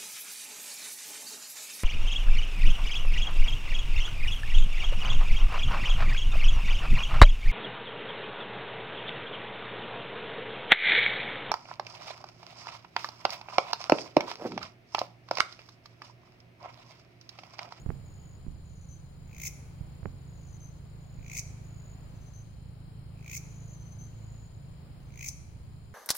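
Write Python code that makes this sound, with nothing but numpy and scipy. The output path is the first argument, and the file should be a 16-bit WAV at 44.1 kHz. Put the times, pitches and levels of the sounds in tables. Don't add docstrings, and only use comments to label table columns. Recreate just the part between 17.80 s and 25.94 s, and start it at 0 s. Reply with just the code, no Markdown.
import sys
import numpy as np
from scipy import signal
from scipy.fft import rfft, irfft, next_fast_len
from scipy.io import wavfile
from scipy.ndimage import map_coordinates

SR = 44100
rng = np.random.default_rng(int(sys.argv[2]) if len(sys.argv) > 2 else 0)


def materialize(psi):
    bounded = np.clip(np.atleast_2d(psi).T, -1, 1)
    quanta = np.round(bounded * 32767).astype(np.int16)
    wavfile.write(sys.argv[1], SR, quanta)


N = 358974

# (time [s], level [dB])
WASH_LEVEL = [(0, -57.5), (.9, -61.5), (2.1, -58.5), (3, -60), (4.2, -57), (4.9, -61.5), (5.7, -58.5),
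              (8.14, -61)]
# (frequency [Hz], density [dB per Hz])
RUMBLE_SPECTRUM = [(12, -8.5), (25, -4.5), (45, -2.5), (85, 1.5), (130, -5), (200, -13), (300, -29.5),
                   (600, -44), (3000, -120)]
# (frequency [Hz], density [dB per Hz])
WASH_SPECTRUM = [(100, -5.5), (220, 4.5), (350, 0), (700, -4), (1300, -9.5), (1800, -13), (2300, -12),
                 (3500, -20), (5200, -18.5), (5800, -36), (8200, -30.5), (11000, -31.5), (15500, -25)]
# (frequency [Hz], left-right correlation [-1 to 1])
STEREO_LIKENESS = [(60, 0.63), (130, 0.75), (290, 0.47), (640, 0.28), (1400, 0.041), (3000, 0)]
# (frequency [Hz], left minus right [dB])
STEREO_BALANCE = [(30, -1.5), (70, -3.5), (200, -2), (380, 1), (700, 5.5), (1300, 3.5), (2400, 1),
                  (4400, -4), (15000, 3)]
# (time [s], firing rate [firings per s])
FIRING_RATE = [(0, 27), (2.6, 27.28), (3.6, 26.95), (4.6, 26.86), (5.5, 27.15), (8.14, 27.33)]
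# (time [s], boom level [dB], drone level [dB])
ENGINE_LEVELS = [(0, -62.5, -55.5), (1.9, -59.5, -51), (3, -58.5, -51.5), (3.7, -49, -48.5),
                 (4.6, -52.5, -53.5), (5.6, -54, -48), (6.5, -48.5, -53), (7.2, -58, -52.5),
                 (8.14, -55.5, -56)]
# (frequency [Hz], gain [dB])
BOOM_SPECTRUM = [(15, -29), (27, -30), (54, -6), (82, -14.5), (109, 5), (136, -21), (500, -120)]
# (frequency [Hz], gain [dB])
DRONE_SPECTRUM = [(10, -50), (54, -5.5), (82, -33), (109, -23.5), (136, 3), (164, -0.5), (191, -14),
                  (220, -26), (270, -27), (330, -24.5), (480, -34.5), (900, -45), (3000, -120)]
# (time [s], level [dB])
CHORUS_LEVEL = [(0, -70.5), (1.5, -71.5), (3, -72), (4.2, -68.5), (5.2, -81), (6.6, -66), (7.1, -78.5),
                (8.14, -75)]
# (centre [Hz], Gaussian width [Hz], level [dB], mean pulse rate [pulses per s])
FAR_INSECTS = [(3120, 206, -77, 39), (4154, 280, -74, 41), (4950, 320, -78.5, 57), (7460, 110, -80, 22),
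               (9255, 306, -75, 100)]
# (start [s], level [dB])
HIGH_TRILLS = [(-.28, -65), (.255, -69), (.85, -71.5), (1.47, -73), (2.47, -70), (3.2, -74), (3.84, -68),
               (5.64, -67), (6.379, -71.5)]
# (start of the long note [s], its level [dB], its pitch [Hz],
# level of the last lead-in note [dB], growth per lead-in note [dB])
CRICKET_PHRASES = [(1.084, -60.5, 6210, -69, 4.5), (2.802, -58, 6250, -62.5, 5.5),
                   (4.533, -59, 6230, -65, 5), (5.877, -59.5, 6290, -64, 0.5), (6.184, -56.5, 6220, -60, 1),
                   (7.45, -55, 6180, -66, 5.5)]
# (frequency [Hz], time to fall 60 dB [s])
GARDEN_DECAY = [(2000, 1), (6500, 0.6), (10000, 1), (15000, 0.15)]
# (time [s], thud level [dB], thud pitch [Hz], click level [dB], left minus right [dB])
HAND_BUMPS = [(0.062, -22, 90, -37, -25), (.091, -20.5, 119, -36.5, -18), (.104, -32.5, 140, -26.5, -19),
              (.665, -36, 203, -46, -13), (.682, -26, 63, -70, -21), (2.009, -28, 113, -46, -21),
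              (2.231, -31.5, 111, -38.5, -22), (2.257, -26, 158, -23.5, -17),
              (3.386, -30.5, 76.7, -81, -21), (4.34, -35, 82, -70, -8)]
# (frequency [Hz], gain [dB])
CLICK_SPECTRUM = [(100, -14), (330, 15), (600, 6.5), (1300, 0), (2200, -8.5), (3000, -23), (4500, -50),
                  (8000, -100)]
# (frequency [Hz], gain [dB])
CASE_SPECTRUM = [(100, -20), (290, 1.5), (480, -10.5), (800, -17), (3000, -100)]
# (frequency [Hz], density [dB per Hz])
GRIP_SPECTRUM = [(15, -16), (35, 2), (70, -2), (130, -8), (300, -22), (1000, -64)]
# (middle of the last wing stroke [s], rasp level [dB], wing tone level [dB],
# tone choked in the last strokes [dB], brightness of the top octave [dB])
KATYDID_CHIRPS = [(1.672, 2.5, 0, -1.5, 3), (3.588, 2, 0, 0, -3), (5.569, 0.5, 0.5, 4, 1.5),
                  (7.482, 1.5, 0, 6.5, -0.5)]
# (time [s], level [dB])
SCRAPER_CATCHES = [(1.661, -31), (3.577, -28), (3.593, -23), (5.543, -31), (7.486, -22)]
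# (frequency [Hz], density [dB per Hz])
WING_TONE_SPECTRUM = [(500, -90), (1400, -38), (1800, -22), (2080, -0.5), (2420, -3), (2600, -4.5),
                      (2800, -16.5), (3600, -19), (5000, -20), (9000, -90)]
# (frequency [Hz], density [dB per Hz])
RASP_SPECTRUM = [(1000, -80), (2500, -45), (3600, -32.5), (4600, -11.5), (5500, -4.5), (6200, -3.5),
                 (7100, 2), (8200, -17.5), (9300, -9), (10300, -16), (13000, -11.5), (15300, -4.5),
                 (16500, -3.5)]
# (frequency [Hz], density [dB per Hz])
CATCH_SPECTRUM = [(1000, -80), (3000, -38), (4400, -10.5), (5600, -3), (6150, 0.5), (6800, -3),
                  (8000, -12.5), (16000, -24)]

RUMBLE_DB, RUMBLE_DRIFT_DB, WASH_DRIFT_DB = -48, 0.53, 0.43
TRILL_PULSES = 16
LEAD_COUNT = 4
LEAD_NOTE_S, LONG_NOTE_S, LEAD_GAP_S, LEAD_AHEAD_S = .035, .073, .057, .076
LEAD_HZ, LEAD_STEP_HZ = 6210, 20
GRIP_DB, GRIP_RISE_S, GRIP_T60 = -14, 0.0096, 0.34
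STROKE_COUNT, STROKE_SCATTER_DB = 13, .7
TONE_DB, TONE_SWELL_DB = -40, 33
TONE_FOCUS = 1.3
RASP_DB, RASP_SWELL_DB = -36, 48
TOP_OCTAVE_HZ = 10500
BUZZ_DB, BUZZ_STROKE = 0, 6.5
GENTLE_STROKE_S, HARD_STROKE_S, HARD_STROKES = .0037, .012, 4.2
RELEASE_S, RELEASE_SCATTER_S = .008, 0.0011
RELEASE_DB, RELEASE_STEP_DB = -29, 4.5
TOP_HZ = 15850


def amp(db):
    return 10 ** (np.asarray(db) / 20)


def unit(x):
    return x / np.sqrt(np.mean(x ** 2) + 1e-20)


def clock():
    return np.arange(N) / SR


def along(points, hz):
    f, v = np.transpose(points)
    return np.interp(np.log(hz + 1), np.log(f + 1), v)


def curves(rows):
    s, *columns = np.transpose(rows)
    return [np.interp(clock(), s, column) for column in columns]


def wobble(rate):
    knots = rng.standard_normal(int(N * rate / SR) + 4)
    return map_coordinates(knots, [clock() * rate], mode="nearest")


def pan(lean_db):
    return unit(amp([[lean_db / 2], [-lean_db / 2]]))


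def filtered(x, response):
    m = next_fast_len(N + SR // 2)
    return irfft(rfft(x, m) * response(np.fft.rfftfreq(m, 1 / SR)), m)[..., :N]


def coloured(x, spectrum):
    return filtered(x, lambda hz: amp(along(spectrum, hz)))


def hiss(spectrum):
    return unit(coloured(rng.standard_normal((2, N)), spectrum))


def rush(spectrum):
    def mid_side(hz):
        turn = np.arccos(np.clip(along(STEREO_LIKENESS, hz), -1, 1)) / 2
        return amp(along(spectrum, hz)) * [np.cos(turn), np.sin(turn)]

    def tilt(hz):
        return amp(np.outer([.5, -.5], along(STEREO_BALANCE, hz)))

    mid, side = filtered(rng.standard_normal((2, N)), mid_side)
    return unit(filtered(np.array([mid + side, mid - side]), tilt))


def band(centre_hz, width_hz):
    noise = rng.standard_normal((2, N))
    return unit(filtered(noise, lambda hz: np.exp(-((hz - centre_hz) / width_hz) ** 2 / 2)))


def ringing(hz, spread_hz, rate):
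    return np.sqrt(2) * np.sin(2 * np.pi * np.cumsum(hz + spread_hz * wobble(rate)) / SR)


def add(track, s, sound):
    i = int(np.clip(round(s * SR), 0, N - 1))
    track[..., i:i + sound.shape[-1]] += sound[..., :N - i]


def garden(x, leaves_db, leaves_t60, far_db):
    hz, t, z = signal.stft(rng.standard_normal((2, SR * 3 // 4)), SR, nperseg=256)
    fade = amp(-60 * t / along(GARDEN_DECAY, hz)[:, None])
    far = signal.istft(z * fade, SR, nperseg=256)[1]
    t = np.arange(far.shape[1]) / SR
    leaves = rng.standard_normal(far.shape) * amp(-60 * t / leaves_t60)
    answer = amp(leaves_db) * leaves / np.linalg.norm(leaves[0])
    answer = answer + amp(far_db) * far / np.linalg.norm(far[0])
    return x + signal.fftconvolve(np.broadcast_to(x, (2, N)), answer, axes=1)[:, :N]


def night_air():
    wash_db, = curves(WASH_LEVEL)
    rumble = amp(RUMBLE_DB + RUMBLE_DRIFT_DB * wobble(3.064)) * rush(RUMBLE_SPECTRUM)
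    wash = amp(wash_db + WASH_DRIFT_DB * wobble(3.86)) * rush(WASH_SPECTRUM)
    return rumble + wash


def engine(scatter_db=0.3, pipe_delay=.0025):
    rate, = curves(FIRING_RATE)
    boom_db, drone_db = curves(ENGINE_LEVELS)
    firings = np.flatnonzero(np.diff(np.round(np.cumsum(rate) / SR)))
    puffs = np.zeros(N)
    puffs[firings] = amp(scatter_db * rng.standard_normal(len(firings)))

    def pipe(spectrum):
        def response(hz):
            return -1j * amp(along(spectrum, hz)) * np.exp(-2j * np.pi * hz * pipe_delay)
        return unit(filtered(puffs, response))

    boom = amp(boom_db + 1) * pipe(BOOM_SPECTRUM)
    drone = amp(drone_db + 1.0) * pipe(DRONE_SPECTRUM)
    return (boom + drone) * pan(lean_db=0.0)


def chorus():
    def pulsing(rate, depth):
        uneven_rate = rate * (1 + 0.0617 * wobble(6))
        return unit(1 + depth * np.sin(2 * np.pi * np.cumsum(uneven_rate) / SR))

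    level_db, = curves(CHORUS_LEVEL)
    upper = band(centre_hz=7130, width_hz=100) * pulsing(rate=36, depth=.55)
    lower = band(centre_hz=6850, width_hz=75) * pulsing(rate=33, depth=.6)
    others = np.zeros((2, N))
    for hz, width_hz, db, rate in FAR_INSECTS:
        others += amp(db + .8 * wobble(2)) * band(hz, width_hz) * pulsing(rate, depth=.15)
    main = amp(level_db) * (amp(-4.0) * upper + amp(-5.0) * lower)
    return main * pan(lean_db=3.0) + amp(-2) * others * pan(lean_db=14.5)


def high_cricket(pitch_hz=6835, pulse_rate=52, sweep_hz=70):
    song = np.zeros(N)
    duration = TRILL_PULSES / pulse_rate
    t = np.arange(int(duration * SR)) / SR
    cycle = t * pulse_rate % 1
    pulses = np.sin(np.pi * cycle) ** 4 * amp(-3 * (1 - t / duration))
    glide_hz = pitch_hz - sweep_hz * (cycle - .5)
    shape = unit(pulses * np.sin(2 * np.pi * np.cumsum(glide_hz) / SR))
    for start, db in HIGH_TRILLS:
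        trill = amp(db + 0.5) * shape
        add(song, start, trill[start + t >= 0])
    return garden(song, leaves_db=-14, leaves_t60=.04, far_db=-14) * pan(lean_db=1.5)


def phrase_notes():
    for s, db, hz, lead_db, step_db in CRICKET_PHRASES:
        for to_go in range(LEAD_COUNT):
            start = s - LEAD_AHEAD_S - to_go * LEAD_GAP_S
            yield start, LEAD_NOTE_S, lead_db - step_db * to_go, LEAD_HZ - LEAD_STEP_HZ * to_go
        yield s, LONG_NOTE_S, db, hz


def near_cricket(edge=0.0044, overtone_db=-21, rise_hz=50, waver_hz=55):
    song = np.zeros(N)
    t = np.arange(SR // 6) / SR
    shimmer = 1 + .5 * np.sin(2 * np.pi * 75 * t)
    for s, length, db, hz in phrase_notes():
        waver = np.interp(t, np.linspace(0, t[-1], num=64), rng.standard_normal(size=64))
        shape = np.clip(t / edge, 0, 1) * np.clip((length - t) / edge + 1, 0, 1)
        rise = rise_hz * (np.minimum(t / length, 1) - .5)
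        phase = 2 * np.pi * np.cumsum(hz + waver_hz * waver + rise) / SR
        tone = np.sin(phase) + amp(overtone_db) * np.sin(2 * phase)
        add(song, s, amp(db) * shape * shimmer * tone)
    return garden(song, leaves_db=-2, leaves_t60=.25, far_db=-6) * pan(lean_db=2.5)


def bumps(thud_t60=0.03, shell_db=-11, shell_t60=0.051):
    thuds, clicks, rattle, grip = np.zeros((4, 2, N))
    t = np.arange(SR // 3) / SR
    for s, thud_db, hz, click_db, lean_db in HAND_BUMPS:
        side = pan(lean_db)
        thud = amp(thud_db + 5.5 - 60 * t / thud_t60) * np.sin(2 * np.pi * hz * t)
        add(thuds, s, -side * thud * (1 - np.exp(-t / 0.00091)))
        add(clicks, s, side * amp(click_db + 20))
        rattle_db = (thud_db + click_db) / 2 + shell_db
        add(rattle, s, side * amp(rattle_db - 60 * t / shell_t60) * (1 - np.exp(-t / 0.00038)) ** 2)
        grip_fade = amp(thud_db + GRIP_DB - 60 * t / GRIP_T60)
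        add(grip, s, side * grip_fade * (1 - np.exp(-t / GRIP_RISE_S)))
    case = rattle * unit(coloured(rng.standard_normal(N), CASE_SPECTRUM))
    settling = grip * unit(coloured(rng.standard_normal(N), GRIP_SPECTRUM))
    return thuds - coloured(clicks, CLICK_SPECTRUM) + case + settling


def wing_strokes(stroke_gap=.01755, wing_hz=2380, glide_hz=170, catch_decay=0.0018, buzz_loss_db=1.1):
    tone, rasp, top, buzz, catch = np.zeros((5, N))
    t = np.arange(SR // 25) / SR
    middle = t[-1] / 2
    jolt = (1 - np.exp(-t / 0.00037)) * np.exp(-t / catch_decay)
    for s, db in SCRAPER_CATCHES:
        add(catch, s, amp(db) * jolt)
    for last, chirp_db, wing_db, choke_db, bright_db in KATYDID_CHIRPS:
        for k in range(STROKE_COUNT):
            to_go = STROKE_COUNT - 1 - k
            left = to_go / STROKE_COUNT
            choked_db = choke_db * max(0, 1 - to_go / 2)
            tone_db = TONE_DB + wing_db - TONE_SWELL_DB * left ** 2 - choked_db
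            rasp_db = RASP_DB + chirp_db - RASP_SWELL_DB * left ** 1.3
            drag = np.exp(-(to_go / HARD_STROKES) ** 2)
            width = GENTLE_STROKE_S + (HARD_STROKE_S - GENTLE_STROKE_S) * drag
            u = (t - middle) / width
            stroke = amp(rng.normal(0, STROKE_SCATTER_DB)) * np.exp(-(2.07 * u) ** 2)
            start = last - to_go * stroke_gap - middle
            slide_hz = wing_hz + rng.normal(0, 55) + glide_hz * np.tanh(3 * u)
            ring = np.sin(2 * np.pi * (np.cumsum(slide_hz) / SR + rng.random()))
            add(tone, start - .001, amp(tone_db) * stroke * np.exp(-(TONE_FOCUS * u) ** 2) * ring)
            add(rasp, start, amp(rasp_db) * stroke)
            add(top, start, amp(rasp_db + bright_db) * stroke)
            buzz_db = rasp_db + BUZZ_DB - buzz_loss_db * abs(to_go - BUZZ_STROKE)
            add(buzz, start, amp(buzz_db) * stroke)
            release = start + middle + RELEASE_S + rng.normal(0, RELEASE_SCATTER_S)
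            add(catch, release, amp(chirp_db + RELEASE_DB - RELEASE_STEP_DB * to_go) * jolt)
    return tone, rasp, top, buzz, catch


def katydid():
    tone, rasp, top, buzz, catch = wing_strokes()

    def resonance(hz, spread_hz):
        return np.array([ringing(hz, spread_hz, rate=560) for ear in range(2)])

    tone_envelope = np.abs(signal.hilbert(tone))
    wing = amp(-1.5) * tone + amp(-2.5) * tone_envelope * hiss(WING_TONE_SPECTRUM)
    scrape = hiss(RASP_SPECTRUM)
    scrape_top = filtered(scrape, lambda hz: 1 - 1 / (1 + (hz / TOP_OCTAVE_HZ) ** 10))
    teeth = rasp * (scrape - scrape_top) + top * scrape_top
    teeth = teeth + buzz * resonance(hz=6420, spread_hz=300)
    snap = unit(resonance(hz=6010, spread_hz=240) + 1.3 * hiss(CATCH_SPECTRUM))
    treble = amp(-0.9) * teeth * pan(lean_db=2.0) + amp(-1.5) * catch * snap
    wing = garden(wing, leaves_db=-7, leaves_t60=.1, far_db=-13.5)
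    treble = garden(treble, leaves_db=-8, leaves_t60=.1, far_db=-12)
    return wing * pan(lean_db=-2) + treble


def scene():
    background = night_air() + engine() + chorus()
    return background + high_cricket() + near_cricket() + bumps() + katydid()


def record(dry):
    return filtered(dry, lambda hz: hz < TOP_HZ)


dry = scene()
out = record(dry)
materialize(out)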